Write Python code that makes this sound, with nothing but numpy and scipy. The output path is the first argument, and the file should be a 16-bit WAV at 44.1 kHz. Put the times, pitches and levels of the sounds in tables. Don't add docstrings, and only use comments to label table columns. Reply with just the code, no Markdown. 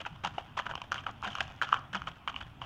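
import sys
import numpy as np
from scipy import signal
from scipy.fft import rfft, irfft
from scipy.io import wavfile
from scipy.ndimage import uniform_filter1d

SR = 44100
rng = np.random.default_rng(int(sys.argv[2]) if len(sys.argv) > 2 else 0)


def transcribe(u):
    v = np.clip(np.atleast_2d(u).T, -1, 1)
    q = np.round(v * 32767).astype(np.int16)
    wavfile.write(sys.argv[1], SR, q)


def elevation(decibels):
    levels = np.asarray(decibels, float)
    return 10 ** (levels / 20)


N = 116865


def evened(x):
    return x / np.sqrt(np.mean(x ** 2) + 1e-20)


def read(points, hz):
    f, value = np.transpose(points)
    return np.interp(np.log(hz + 1), np.log(f + 1), value)


def add(mix, s, sound):
    part = mix[max(round(s * SR), 0):][:len(sound)]
    part += sound[:len(part)]


def coloured(x, points):
    cep = irfft(np.log(elevation(read(points, np.fft.rfftfreq(4096, 1 / SR)))))
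    cep[1:2048] *= 2
    cep[2049:] = 0
    response = irfft(np.exp(rfft(cep)))[:2048]
    return signal.oaconvolve(x, response)[:len(x)]


def ring(hz, t60, rise, phase):
    t = np.arange(1200) / SR
    shape = (1 - np.exp(-(t / rise) ** 2)) * elevation(-60 * t / t60)
    return shape / shape.max() * np.sin(2 * np.pi * (hz * t + phase))


# (frequency [Hz], gain [dB])
GROUND_PATH = [(450, -19.5), (750, -2.5), (1300, 1), (2150, -8), (3100, -2.5), (3500, -8), (4000, -19),
               (6600, -22.5)]


def over_ground(x):
    return coloured(x, GROUND_PATH)


def air(points, patchy_db):
    hz = np.fft.rfftfreq(1024, 1 / SR)
    a, b, patches = rng.standard_normal((N // 256 + 5, 513, 3)).T
    patches = uniform_filter1d(patches, size=8, axis=0)
    patches = evened(uniform_filter1d(patches, size=10, axis=1))
    z = (a + 1j * b) * elevation(read(points, hz)[:, None] + patchy_db * patches)
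    return evened(signal.istft(z, nperseg=1024, noverlap=768)[1][:N])


# (frequency [Hz], level [dB])
RUMBLE_SPECTRUM = [(30, -46), (45, -1.5), (72, 1), (136, 0), (200, -9), (260, -9.5), (420, -24.5),
                   (900, -62)]
# (frequency [Hz], level [dB])
WASH_SPECTRUM = [(300, 8), (1100, -9.5), (3000, -9.5), (6000, -12), (9000, -18)]
# (frequency [Hz], level [dB])
HISS_SPECTRUM = [(3000, 30), (7000, 6), (12000, -10), (16000, -10)]


def background():
    rumble = air(RUMBLE_SPECTRUM, patchy_db=2.33)
    wash = evened(over_ground(air(WASH_SPECTRUM, patchy_db=2.5)))
    hiss = air(HISS_SPECTRUM, patchy_db=3.0)
    return elevation(-52.5) * rumble + elevation(-59.5) * wash + elevation(-84) * hiss


LOAD_STARTS = [.001, .058, .235, .335, .381, .406, .568, .655, .691, .775, .838, .913, .941, 1.036, 1.061,
               1.228, 1.298, 1.351, 1.404, 1.425, 1.614, 1.668, 1.732, 1.929, 1.946, 2.068, 2.275, 2.355,
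               2.404, 2.612]
# (length [s], level [dB], brightness [dB per octave])
LOADS = [(0.017, -40.5, 2), (0.013, -35, 1), (0.044, -34.5, 0), (0.048, -51.5, 2), (0.0086, -37, 0.5),
         (0.0077, -46.5, 1), (0.038, -34, 0.5), (0.016, -37.5, -0.5), (0.031, -38.5, -1),
         (0.0062, -39, -1.5), (0.0086, -45.5, 0.5), (0.019, -39, 0), (0.068, -43.5, 2.5), (0.01, -45, 0.5),
         (0.045, -41.5, -2), (0.067, -38, 0), (0.066, -51.5, 5), (0.06, -44, 1.5), (0.0082, -27.5, 0.5),
         (0.016, -57.5, 10), (0.038, -35, 1), (0.097, -49, 3), (0.058, -44.5, 0), (0.011, -38.5, 3.5),
         (0.025, -35, 0.5), (0.024, -40, 1), (0.028, -40.5, 2), (0.037, -48.5, 2.5), (0.022, -44, 1.5),
         (0.037, -45.5, 0.5)]
# (frequency [Hz], gain [dB])
STONE_COLOUR = [(400, 15), (1200, 2.5), (6500, 0.5), (8000, -11), (10500, -19.5), (13000, -24),
                (16000, -27)]
RISE_SHARE, SAG_DB = 0.099, -4.5
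RELEASE_S, SETTLE_DB, SETTLE_S, TRICKLE_DB = 0.003, -19, 0.14, 7
GRAINS_PER_S, SPREAD_DB, CYCLES, CLUMP_DB = 14000, 3.5, 1.53, 2


def load_envelopes(t, length):
    u = t - np.array(LOAD_STARTS)[:, None]
    late = np.maximum(u - length, 0)
    press = np.clip(u / (RISE_SHARE * length), 0, 1) * elevation(SAG_DB * np.clip(u / length, 0, 1))
    wander = evened(uniform_filter1d(rng.standard_normal(u.shape[1]), size=10))
    trickle = elevation(TRICKLE_DB * np.minimum(wander, 2))
    return press * (np.exp(-late / RELEASE_S) + elevation(SETTLE_DB) * trickle * np.exp(-late / SETTLE_S))


def crunch(sizes=22):
    t, out = np.arange(N) / SR, np.zeros(N)
    coarse = t[::16]
    length, db, bright = np.transpose(LOADS)[:, :, None]
    load = load_envelopes(coarse, length)
    clump = elevation(CLUMP_DB * evened(uniform_filter1d(rng.standard_normal(N), size=170)) - 1.5)
    for hz in np.geomspace(450, 15000, sizes):
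        rate = GRAINS_PER_S * (hz / 1500) ** .25 / sizes / SR
        strength = elevation(SPREAD_DB * np.minimum(rng.exponential(1, N), 3))
        slips = (rng.random(N) < rate) * strength * rng.choice([-1., 1.], N)
        gain = elevation(db + bright * np.log2(min(hz, 6000) / 1500))
        level = np.interp(t, coarse, np.sqrt(((load * gain) ** 2).sum(0)))
        grain = ring(hz, 1.66 * CYCLES / hz, 0.43 / hz, 0)
        grain *= np.sqrt(hz / 3000 / rate) / np.linalg.norm(grain) * elevation(-14.0)
        out += signal.oaconvolve(slips * level * clump, grain)[:N]
    return over_ground(coloured(out, STONE_COLOUR))


# (frequency [Hz], gain [dB])
TICK_COLOUR = [(1000, 4), (2300, -3), (4000, 1), (6500, -0.5), (7800, -13.5), (10000, -23), (16000, -30)]


def tick(noise):
    t = np.arange(len(noise)) / SR
    burst = noise * np.exp(-t / 0.0014) * np.minimum(t * 1500, 1)
    return coloured(burst, TICK_COLOUR) * 2.7


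# (time [s], level [dB], knock [Hz],
# clink [dB re knock], tick [dB re knock])
EARLY_KNOCKS = [(0.0057, -50.5, 620, 19.5, -17), (0.0528, -34, 1470, -3, -44), (0.2502, -29, 858, 0, -8.5),
                (0.383, -26, 763, -6.5, -45), (0.5776, -24, 1005, -37, -24), (0.5916, -26, 1750, -27, -15.5),
                (0.5990, -26, 1160, -3.5, -22), (0.667, -28.5, 1520, -2, -26), (0.7129, -30, 1440, -3, -25),
                (0.7389, -35, 1070, -10, -43), (0.7553, -32.5, 1015, 4, -10), (0.8187, -31, 983, -1, -15)]
MIDDLE_KNOCKS = [(0.9203, -23, 1430, -9.5, -14.5), (0.9276, -30, 1460, -3, -13.5),
                 (0.9445, -32, 1400, -2.5, -24), (0.9590, -32, 1600, -30, -42),
                 (0.9815, -38, 1130.0, 6.5, -32), (1.0674, -24, 1290, -7.5, -30), (1.228, -32, 1240, -13, -33),
                 (1.2472, -27.5, 1114, -8.5, -17), (1.2528, -27, 1425, -7, -29.0),
                 (1.2775, -32.5, 1460, -16, -12), (1.354, -30.5, 1340, 0, -11.5),
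                 (1.3763, -46, 1507.0, 9, -32), (1.386, -30.5, 1120, -5, -18.5), (1.4075, -22, 1604, 2, -12),
                 (1.6166, -21.5, 1580, -17, -22), (1.6238, -21.5, 1393, -3, -18),
                 (1.6321, -33, 1310, -15, -7.5), (1.6915, -34, 1291.0, -9, -19)]
LATE_KNOCKS = [(1.7251, -26, 1480, -1.5, -26), (1.729, -13.5, 1250, -12.5, -36),
               (1.7432, -22.5, 1380, -4, -20.5), (1.7655, -41.5, 1290, 7.5, -30),
               (1.9363, -30.5, 1630, -12, -20.5), (1.9483, -27, 1580, -16, -20), (1.954, -27, 1340, -1, -16),
               (2.02, -32.5, 1350, -5, -21), (2.074, -30, 1286, -0.5, -41), (2.2775, -26.5, 1220, 2, -20.5),
               (2.2828, -33, 1490, 4.5, -30), (2.298, -39.5, 1160, 4.5, -27), (2.344, -40, 1080, 3.5, -31),
               (2.3636, -36, 1086, 9.5, -17.5), (2.4136, -37.5, 1370, 2, -25), (2.6183, -36, 1050, 2, -47)]
# share of CLINK_HZ, also used as level [ratio]
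CLINK_MODES = (0.756, 0.93, 0.98)
RISE_CYCLES, RING_CYCLES = 1.283, 12.2
CLINK_HZ, CLINK_T60 = 2960, 0.016


def knocks():
    out = np.zeros(N)
    for s, db, hz, clink_db, tick_db in EARLY_KNOCKS + MIDDLE_KNOCKS + LATE_KNOCKS:
        r = rng.random(8)
        rise, t60 = RISE_CYCLES / hz, RING_CYCLES / hz
        partner_hz = hz * (0.739 + 0.18 * r[1])
        knock = ring(hz, t60, rise, r[0]) + 0.37 * ring(partner_hz, t60, rise, r[2])
        add(out, s - 1.527 * rise, elevation(db + 3.5) * knock)
        clink = np.zeros(1200)
        for j, k in enumerate(CLINK_MODES):
            clink += k * ring(CLINK_HZ * (k + .1 * r[3 + j]), CLINK_T60, 0.00064, r[5 + j])
        add(out, s - .0016, elevation(db + clink_db - 4.5) * clink)
        add(out, s - .0019, elevation(db + tick_db + 4.0) * tick(rng.standard_normal(600)))
    return out


# (frequency [Hz], t60 [s])
YARD_T60 = [(500, 0.27), (1300, 0.38), (8000, 0.26)]


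def yard_echo(x):
    taps = np.zeros(SR // 2)
    at = np.arange(300, len(taps) - 22, 22)
    taps[at + rng.integers(0, 22, len(at))] = rng.choice([-1., 1.], len(at))
    hz, t, z = signal.stft(taps, SR, nperseg=256)
    decay = elevation(-60 * t / read(YARD_T60, hz)[:, None])
    tail = signal.istft(z * decay, SR, nperseg=256)[1]
    return elevation(-16) * signal.fftconvolve(x, tail / np.linalg.norm(tail))[:N]


# (time [s], level [dB], ring [Hz])
DULL_STONES = [(0.0127, -65, 1080), (0.066, -36, 1270), (0.2388, -42, 1200), (0.2577, -34, 940),
               (0.2616, -39, 1120), (0.2739, -33, 1380), (0.4071, -47, 1030), (0.5866, -31.0, 1350),
               (0.693, -44, 1480), (0.6983, -43, 1170.0), (0.9683, -45, 1290), (0.975, -41, 1300),
               (0.9869, -43, 1200.0), (0.9917, -42.0, 1240), (1.041, -42, 1590), (1.094, -36.5, 1180),
               (1.1008, -41, 1120), (1.2363, -40.0, 1000.0), (1.281, -30.5, 1550.0), (1.2856, -45, 1390),
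               (1.334, -46, 1170.0), (1.366, -43, 1200.0), (1.396, -40.0, 1380), (1.4307, -45, 1330),
               (1.645, -38, 1330), (1.6723, -36, 1350.0), (1.6839, -41, 1260), (1.6995, -40.0, 1330.0),
               (1.7173, -46, 1430.0), (1.7486, -33.0, 1235), (1.7532, -38, 1220.0), (1.7604, -36.5, 1130),
               (1.7712, -35, 1560), (1.793, -42, 1080.0), (1.9606, -34, 1250.0), (1.9735, -51, 1370),
               (2.08, -30, 1173), (2.2935, -34, 1340), (2.3175, -42, 1150), (2.6262, -38, 1020)]
# (time [s], level [dB], ring [Hz])
BRIGHT_STONES = [(0.0644, -35.5, 2600), (0.242, -38, 2960.0), (0.261, -29.5, 2975), (0.2721, -40, 3130),
                 (0.582, -33, 2700), (0.612, -43, 3160), (0.6216, -41, 3020), (0.658, -42.0, 2800.0),
                 (0.7789, -40, 3180), (0.953, -39, 3100), (0.9883, -33, 3040), (1.2603, -36, 2830),
                 (1.272, -39, 2860), (1.2816, -41, 3020), (1.3048, -38.5, 3270), (1.3213, -42.0, 3070),
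                 (1.331, -36.5, 3060), (1.3588, -37, 3180), (1.399, -39, 2840), (1.4161, -46, 2730),
                 (1.4716, -42.5, 2840.0), (1.646, -41, 3300), (1.6704, -43, 2910), (1.6837, -43, 2990),
                 (1.698, -45, 2800), (1.7366, -36, 2940.0), (1.772, -38, 3090), (1.9322, -36.5, 3070.0),
                 (1.939, -40, 2830), (1.9724, -38, 3090), (1.9772, -38, 3130.0), (2.0802, -35, 3020),
                 (2.377, -46.0, 2940), (2.4322, -43, 3330), (2.6228, -40, 2790), (2.6401, -41.5, 2960.0)]


def shifts():
    out = np.zeros(N)
    for s, db, hz in DULL_STONES + BRIGHT_STONES:
        rise = 0.001493 * (1300 / hz) ** .2
        add(out, s - rise, elevation(db + 0.5) * ring(hz, 7.2 * rise, rise, rng.random()))
    return out


# (time [s], level [dB], length [s], pitch [Hz])
SOIL_THUDS = [
    (.262, -47, .06, 185),
    (1.283, -46, .05, 205),
    (1.962, -43, .065, 195),
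    (2.625, -51, .05, 125),
    (1.77, -58, .5, 136),
]


def thuds():
    out = np.zeros(N)
    for s, db, length, hz in SOIL_THUDS:
        t = np.arange(0, length, 1 / SR)
        push = np.sin(np.pi * t / length) * np.sin(2 * np.pi * (hz * t + rng.random()))
        add(out, s - length / 2, elevation(db + 3) * push)
    return out


# (time [s], level [dB])
SKIPPING_PEBBLES = [(.622, -56), (1.112, -51.5), (1.221, -48.5), (1.32, -48), (1.478, -49.5), (1.772, -50),
                    (1.793, -51), (0.273, -38.5), (0.387, -51), (.944, -36), (1.522, -55), (1.563, -55)]


def pebbles():
    out = np.zeros(N)
    for s, db in SKIPPING_PEBBLES:
        add(out, s - .0009, elevation(db - 1) * tick(rng.standard_normal(600)))
    return out


def scene():
    hooves = crunch() + knocks() + shifts() + pebbles()
    return (background() + hooves + yard_echo(hooves) + thuds())[None]


def top_cut(x):
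    return signal.sosfilt(signal.butter(12, 16430, fs=SR, output="sos"), x)


def record(dry):
    edge = signal.firwin(401, 16050, fs=SR)[None]
    mix = signal.oaconvolve(dry, edge, "same")
    return top_cut(mix)


dry = scene()
out = record(dry)
transcribe(out)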